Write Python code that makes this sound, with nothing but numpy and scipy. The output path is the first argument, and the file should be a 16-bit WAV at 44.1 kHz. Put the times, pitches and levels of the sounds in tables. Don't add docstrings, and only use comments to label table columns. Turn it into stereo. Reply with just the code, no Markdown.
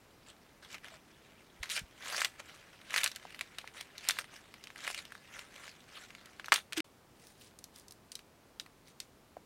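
import sys
import numpy as np
from scipy import signal
from scipy.fft import rfft, irfft, next_fast_len
from scipy.io import wavfile
from scipy.ndimage import uniform_filter1d, map_coordinates

SR = 44100
rng = np.random.default_rng(int(sys.argv[2]) if len(sys.argv) > 2 else 0)


def magnitude_from_level(level_db):
    exponent = np.asarray(level_db, float) / 20
    return 10 ** exponent


def bounce(signal):
    frames = np.transpose(np.atleast_2d(signal))
    limited = np.clip(frames, -1, 1)
    pcm = np.round(limited * 32767).astype(np.int16)
    wavfile.write(sys.argv[1], SR, pcm)


N = 416744
T = np.arange(N) / SR
TOP_HZ = 15900


def unit(x):
    return x / np.sqrt(np.mean(x ** 2) + 1e-20)


def along(points, hz):
    f, v = np.transpose(points)
    return np.interp(np.log(hz + 1), np.log(f + 1), v)


def wobble(rate):
    knots = rng.standard_normal(int(N * rate / SR) + 4)
    return map_coordinates(knots, [np.arange(N) * rate / SR])


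def filtered(x, response):
    m = next_fast_len(N + 8192)
    return irfft(rfft(x, m) * response(np.fft.rfftfreq(m, 1 / SR)), m)[..., :N]


def pair(shape, alike):
    a, b = rng.standard_normal((2, *shape))
    turn = np.arccos(np.clip(alike, 0, 1)) / 2
    mid, side = np.cos(turn) * a, np.sin(turn) * b
    return np.array([mid + side, mid - side])


# [start_s, end_s]
EDIT_SPAN = (6.808, 6.843)


def edit_gate():
    outside_s = np.maximum(EDIT_SPAN[0] - T, T - EDIT_SPAN[1])
    return np.clip(outside_s / 0.0033, 0, 1)


# [pitch_hz, level_db per Hz, before scaling]
HUSH_COLOUR = [(15, -41), (25, -7.5), (200, -3), (394, -5.5), (1190, -11), (2110, -16), (16000, -28)]
# [pitch_hz, left_right_likeness]
HUSH_LIKENESS = [(60, 1), (1650, 0.018)]


def hush():
    def mid_and_side(hz):
        turn = np.arccos(np.clip(along(HUSH_LIKENESS, hz), -1, 1)) / 2
        return magnitude_from_level(along(HUSH_COLOUR, hz)) * (hz < TOP_HZ) * [np.cos(turn), np.sin(turn)]

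    mid, side = filtered(rng.standard_normal((2, N)), mid_and_side)
    return magnitude_from_level(-61) * unit(np.array([mid + side, mid - side]))


# [centre_s, level_db before the port gains, pitch_hz]
AIR_PUFFS = [ (1.611, -42.5, 57.3), (1.819, -42.5, 140), (1.84, -46, 59.6)]


def puffs():
    push = np.zeros(N)
    for centre_s, level_db, hz in AIR_PUFFS:
        t = T - centre_s
        push += magnitude_from_level(level_db) * np.cos(2 * np.pi * hz * t) * np.exp(-(t * hz / 0.5) ** 2)
    return push * magnitude_from_level(np.array([[3], [-4]]))


# [pitch_hz, t60_s]
WALL_DECAY = [(300, 0.01216), (2000, 0.13), (12000, 0.2)]


def wall(x):
    hz, t, z = signal.stft(rng.standard_normal((2, SR // 8)), SR, nperseg=128)
    decay = magnitude_from_level(-60 * t / along(WALL_DECAY, hz)[:, None])
    tail = signal.istft(z * decay, SR, nperseg=128)[1]
    return signal.fftconvolve(x, tail / np.linalg.norm(tail[0]), axes=1)[:, :N]


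# [time_s, left_over_right_db]
HAND_PLACE = [(0, -0.5), (1.7, -5.5), (1.9, -1), (6.82, -3), (6.84, 4.5)]


def placed(x):
    pan_db = np.interp(T, *np.transpose(HAND_PLACE))
    lag = 9
    right = np.where(T > EDIT_SPAN[1], np.roll(x[1], lag), x[1])
    return np.array([magnitude_from_level(pan_db / 2) * x[0], magnitude_from_level(-pan_db / 2) * right])


# [start_s, end_s, settled pitch_hz, level_db before flutter]
SKIN_SQUEAKS = [(0.72, 0.746, 2290, -53), (0.918, 0.965, 640, -59), (5.97, 5.993, 1200, -58),
                (6.7745, 6.808, 313, -32.5)]


def squeaks():
    fall_hz, settle_s = 45, 0.0064
    flutter_db = 2.2
    out = np.zeros(N)
    lowest_hz = min(row[2] for row in SKIN_SQUEAKS)
    for start_s, end_s, hz, level_db in SKIN_SQUEAKS:
        t = T - start_s
        octaves_up = np.log2(hz / lowest_hz)
        glide = fall_hz * settle_s * np.exp(-np.maximum(t, 0) / settle_s)
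        phase = 2 * np.pi * (hz * t - glide) + 0.5 * octaves_up * wobble(90)
        gain = magnitude_from_level(level_db + flutter_db * octaves_up * wobble(90))
        out += gain * np.sin(phase) * np.clip(t / 0.0019, 0, 1) * (t < end_s - start_s)
    return out


# [peak_s, rustle level_db, rise_s, fall_s]
HAND_STROKES = [(0.293, -56.5, 0.039, 0.053), (.636, -53, 0.02, 0.053), (0.734, -49, 0.058, 0.048),
                (.848, -54.5, 0.022, 0.087), (.94, -54.5, 0.062, 0.047), (1.665, -52, 0.06, 0.041),
                (1.712, -38, 0.022, 0.068), (1.77, -37, 0.028, 0.028), (2.11, -41, .13, 0.13),
                (2.2, -40, 0.15, 0.095), (2.4, -49, 0.021, 0.018), (2.54, -55.5, 0.15, 0.059),
                (2.98, -40, 0.11, 0.082), (3.054, -42.5, 0.049, 0.053), (3.779, -46, 0.047, 0.055),
                (4.07, -50, 0.096, 0.071), (4.189, -48, 0.23, 0.053), (4.345, -53, 0.039, 0.091),
                (4.891, -43, .12, 0.044), (4.985, -49, 0.12, 0.07), (5.38, -50.5, 0.13, 0.1),
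                (5.65, -51, 0.16, 0.084), (5.96, -52, 0.061, 0.14), (6.548, -38.5, 0.032, 0.061),
                (6.774, -37.5, 0.015, 0.037), (7.28, -56, 0.14, 0.094), (7.427, -53.5, 0.065, 0.095),
                (7.78, -53.5, 0.055, 0.069), (8.88, -56.5, 0.031, 0.049)]
# [time_s, rustle level_db]
GRIP = [(0, -69), (1.6, -65.5), (3.2, -58), (4.4, -63.5), (5.2, -61.5), (6.4, -61.5), (6.7, -75.5),
        (9.45, -87)]


def pull():
    edge_db, roundness = 18, 2
    power = magnitude_from_level(2 * np.interp(T, *np.transpose(GRIP)))
    for peak_s, level_db, rise_s, fall_s in HAND_STROKES:
        near = slice(max(round((peak_s - 3 * rise_s) * SR), 0), round((peak_s + 3 * fall_s) * SR))
        away = np.abs(T[near] - peak_s) / np.where(T[near] < peak_s, rise_s, fall_s)
        power[near] += magnitude_from_level(2 * (level_db - edge_db * away ** roundness))
    for start_s, level_db, hz in FIBRE_SNAPS:
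        after = power[round(start_s * SR):][:SR // 5]
        shake_db = level_db - 22 + 13.9 * min(np.log2(hz / 1500), 0)
        after += magnitude_from_level(2 * (shake_db - 798.5 * T[:len(after)]))
    return 10 * np.log10(power)


def slips(per_s, life_s):
    jumps = (rng.random(N) < per_s / SR) * rng.random(N)
    return signal.lfilter([1], [1, -np.exp(-1 / (life_s * SR))], jumps)


def patchy(x, depth_db):
    z = signal.stft(x, nperseg=256)[2]
    field = uniform_filter1d(rng.standard_normal(z.shape[1:]), size=7, axis=0)
    field = uniform_filter1d(field, size=12, axis=1)
    return signal.istft(z * magnitude_from_level(depth_db * unit(field)), nperseg=256)[1][:, :N]


# [middle grain pitch_hz, grains_per_s before variation, hiss level_db]
HUSK_KINDS = [(2380, 900, 2), (6200, 650, -4)]
EVEN_DB = -36.5


def grains(dry, pull_db, spread_db, octaves, cycles):
    (green_hz, green_rate, _), (dry_hz, dry_rate, _) = HUSK_KINDS
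    crowding = magnitude_from_level(3 * wobble(30) + 0.3 * (pull_db - EVEN_DB))
    at = np.flatnonzero(rng.random(N) < np.where(dry, dry_rate, green_rate) * crowding / SR)
    pitch, side, skew = rng.standard_normal((len(at), 3)).T[:, :, None]
    size = magnitude_from_level(spread_db * np.minimum(rng.exponential(size=(len(at), 1)), 4))
    centre_hz = np.where(dry, dry_hz, green_hz) * 2 ** (0.23 * wobble(8.7))
    hz = np.clip(centre_hz[at, None] * 2 ** (octaves * pitch), 950, 14000)
    k = np.arange(160)
    turn = 2 * np.pi * hz * k / SR
    wavelet = size * np.exp(-turn / (2 * np.pi * cycles)) * np.sin(turn)
    where = (at[:, None] + k).ravel()
    out = []
    for ear in (1, -1):
        heard = wavelet * magnitude_from_level(ear * 0.76 * side) * np.cos(ear * 0.5 * skew + turn / 7)
        out.append(np.bincount(where, heard.ravel(), N + len(k))[:N])
    local_power = uniform_filter1d(np.mean(np.square(out), 0), SR // 12)
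    return out / np.sqrt(np.abs(local_power) + 0.019)


# [pitch_hz, level_db per Hz, before scaling]
GREEN_COLOUR = [(300, -35.5), (600, -4), (850, -16.5), (1300, -5), (2200, -1.5), (5000, -8), (9760, -13.5),
                (16000, -29.5)]
# [pitch_hz, level_db per Hz, before scaling]
DRY_COLOUR = [(800, -26.5), (2000, 5), (4500, -1.5), (8500, -2), (12500, -14.5)]
# [start_s, end_s, extra treble_db]
EVEN_PEEL = (1.703, 1.765, 7)


def rustle(pull_db):
    dry = T > EDIT_SPAN[1]
    even = (T > EVEN_PEEL[0]) & (T < EVEN_PEEL[1])
    jerks = 0.68 + 1.9 * slips(per_s=110, life_s=0.0017) * ~even
    rub = patchy(pair((N,), 0.54), depth_db=3.5)
    green_hiss, dry_hiss = (
        magnitude_from_level(kind[2]) * unit(filtered(rub, lambda hz: magnitude_from_level(along(colour, hz)) * (hz < TOP_HZ)))
        for kind, colour in zip(HUSK_KINDS, (GREEN_COLOUR, DRY_COLOUR)))
    hiss = jerks * np.where(dry, dry_hiss, green_hiss)
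    crackle = grains(dry, pull_db, spread_db=4.0, octaves=0.577, cycles=1.8)
    leaf = hiss + 0.48 * ~even * crackle
    treble = filtered(leaf, lambda hz: 1 / (1 + (5000 / (hz + 1)) ** 2))
    boost = magnitude_from_level(0.31 * (pull_db - EVEN_DB) * ~dry + EVEN_PEEL[2] * even)
    return magnitude_from_level(pull_db) * (leaf + (boost - 1) * treble)


# [start_s, peak level_db before filters and placing, ring pitch_hz]
FIBRE_SNAPS = [(0.744, -29, 1940), (0.782, -40, 2600), (0.845, -34, 1990), (0.884, -35, 2180),
               (1.629, -31, 3000), (1.6319, -21.5, 2223), (1.6928, -32, 3224), (1.6996, -22, 3030),
               (1.776, -20, 2070), (1.792, -27, 5500), (2.1461, -24.5, 1610), (2.1795, -21.5, 2079),
               (2.193, -23, 2182), (2.207, -18.5, 4210), (2.2173, -15.5, 2010), (2.247, -12, 3355),
               (2.2542, -19.5, 2460), (2.815, -40, 2700), (2.907, -26.5, 2547), (2.941, -16.5, 2048),
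               (2.9617, -12.5, 2380), (2.9786, -13, 2716), (2.9834, -15.5, 2230), (3.015, -23, 2397),
               (3.0338, -16, 2670), (3.0417, -9.5, 5880), (3.0614, -15.5, 2916), (3.076, -20, 4600),
               (3.116, -29, 4200), (3.15, -39, 3507), (3.1602, -25.5, 4890), (3.252, -32.5, 811),
               (3.306, -35.5, 2600), (3.346, -31, 2286), (3.392, -28, 2948), (3.4103, -20, 2320),
               (3.585, -22, 2715), (3.6424, -33, 913), (3.6752, -30, 2318), (3.8101, -26, 3920),
               (3.9807, -28, 3944), (4.0876, -10.5, 5100), (4.0972, -15, 1840), (4.108, -15.5, 3650),
               (4.1874, -16, 1940), (4.243, -35, 1923), (4.5405, -33.5, 2380), (4.6394, -29, 3764),
               (4.6714, -31.5, 2760), (4.703, -33.5, 1775), (4.7596, -33, 1804), (4.78, -36, 6000),
               (4.877, -19, 1762), (4.902, -25.5, 2723), (4.946, -23.5, 2893), (5.0525, -31, 3180),
               (5.1211, -30.5, 1893), (5.152, -34, 1580), (5.392, -27, 2608), (5.679, -32, 2096),
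               (6.105, -33.5, 2380), (6.15, -35, 2587), (6.258, -36.5, 4450), (6.397, -27.5, 1770),
               (6.444, -30.5, 2123), (6.459, -29.5, 4204), (6.4832, -27.5, 1410), (6.521, -3.5, 1585),
               (6.528, -11, 1310), (6.5402, -10.5, 5240), (6.5595, -14.5, 3070), (6.7239, -27.5, 2380),
               (6.7312, -21, 2850), (6.803, -17.5, 2850), (7.2697, -38.5, 4645), (7.5887, -33.5, 7290),
               (7.6411, -30.5, 6460), (7.7603, -36.5, 4810), (7.7843, -44, 5670), (7.7971, -41.5, 7020),
               (7.8828, -36.5, 5610), (7.9088, -35.5, 6760), (7.922, -34.5, 8120), (8.1184, -27.5, 5430),
               (8.154, -23.5, 5200), (8.1913, -34.5, 2480), (8.598, -20.5, 2910), (8.662, -37.5, 1794),
               (9.002, -22.5, 4294), (9.368, -31, 664)]


def snaps():
    out = np.zeros((2, N + SR))
    t = np.arange(SR // 25) / SR
    bright = signal.butter(2, [3500, 12000], "band", fs=SR)
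    for start_s, level_db, hz in FIBRE_SNAPS:
        noise = pair((3, len(t)), 0.32)
        phase = 2 * np.pi * hz * t + 0.013 * np.cumsum(noise[:, 0], axis=1)
        ring = np.sin(phase) * np.exp(-t * hz / 1.07)
        ring = signal.lfilter(*signal.butter(1, hz / 2, "high", fs=SR), ring)
        band = signal.butter(2, [hz / 1.93, min(hz * 1.59, 15000)], "band", fs=SR)
        tail = unit(signal.lfilter(*band, noise[:, 1])) * magnitude_from_level(-12.0 - 60 * t / 0.018)
        crack_db = -13 + 6 * np.log2(hz / 2500) + 4 * min(np.log2(hz / 1500), 0)
        crack = unit(signal.lfilter(*bright, noise[:, 2])) * magnitude_from_level(-60 * t / 0.00449)
        onset = 1 - np.exp(-t / 0.00022)
        snap = (ring + tail + magnitude_from_level(crack_db) * crack) * onset
        out[:, round(start_s * SR):][:, :len(t)] += magnitude_from_level(level_db) * snap / np.abs(snap).max()
    return out[:, :N]


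def scene():
    fibres = filtered(snaps(), lambda hz: hz < TOP_HZ)
    no_bass = signal.butter(2, 480, "high", fs=SR, output="sos")
    leaves = signal.sosfilt(no_bass, rustle(pull()) + fibres)
    hands = placed(leaves) + squeaks()
    answer = magnitude_from_level(-12) * filtered(wall(hands), lambda hz: hz < TOP_HZ)
    return hands + answer + hush() + puffs()


def band_limit(x):
    return signal.sosfilt(signal.butter(12, 16830, fs=SR, output="sos"), x)


def record(dry):
    mix = dry * edit_gate()
    return band_limit(mix)


dry = scene()
out = record(dry)
bounce(out)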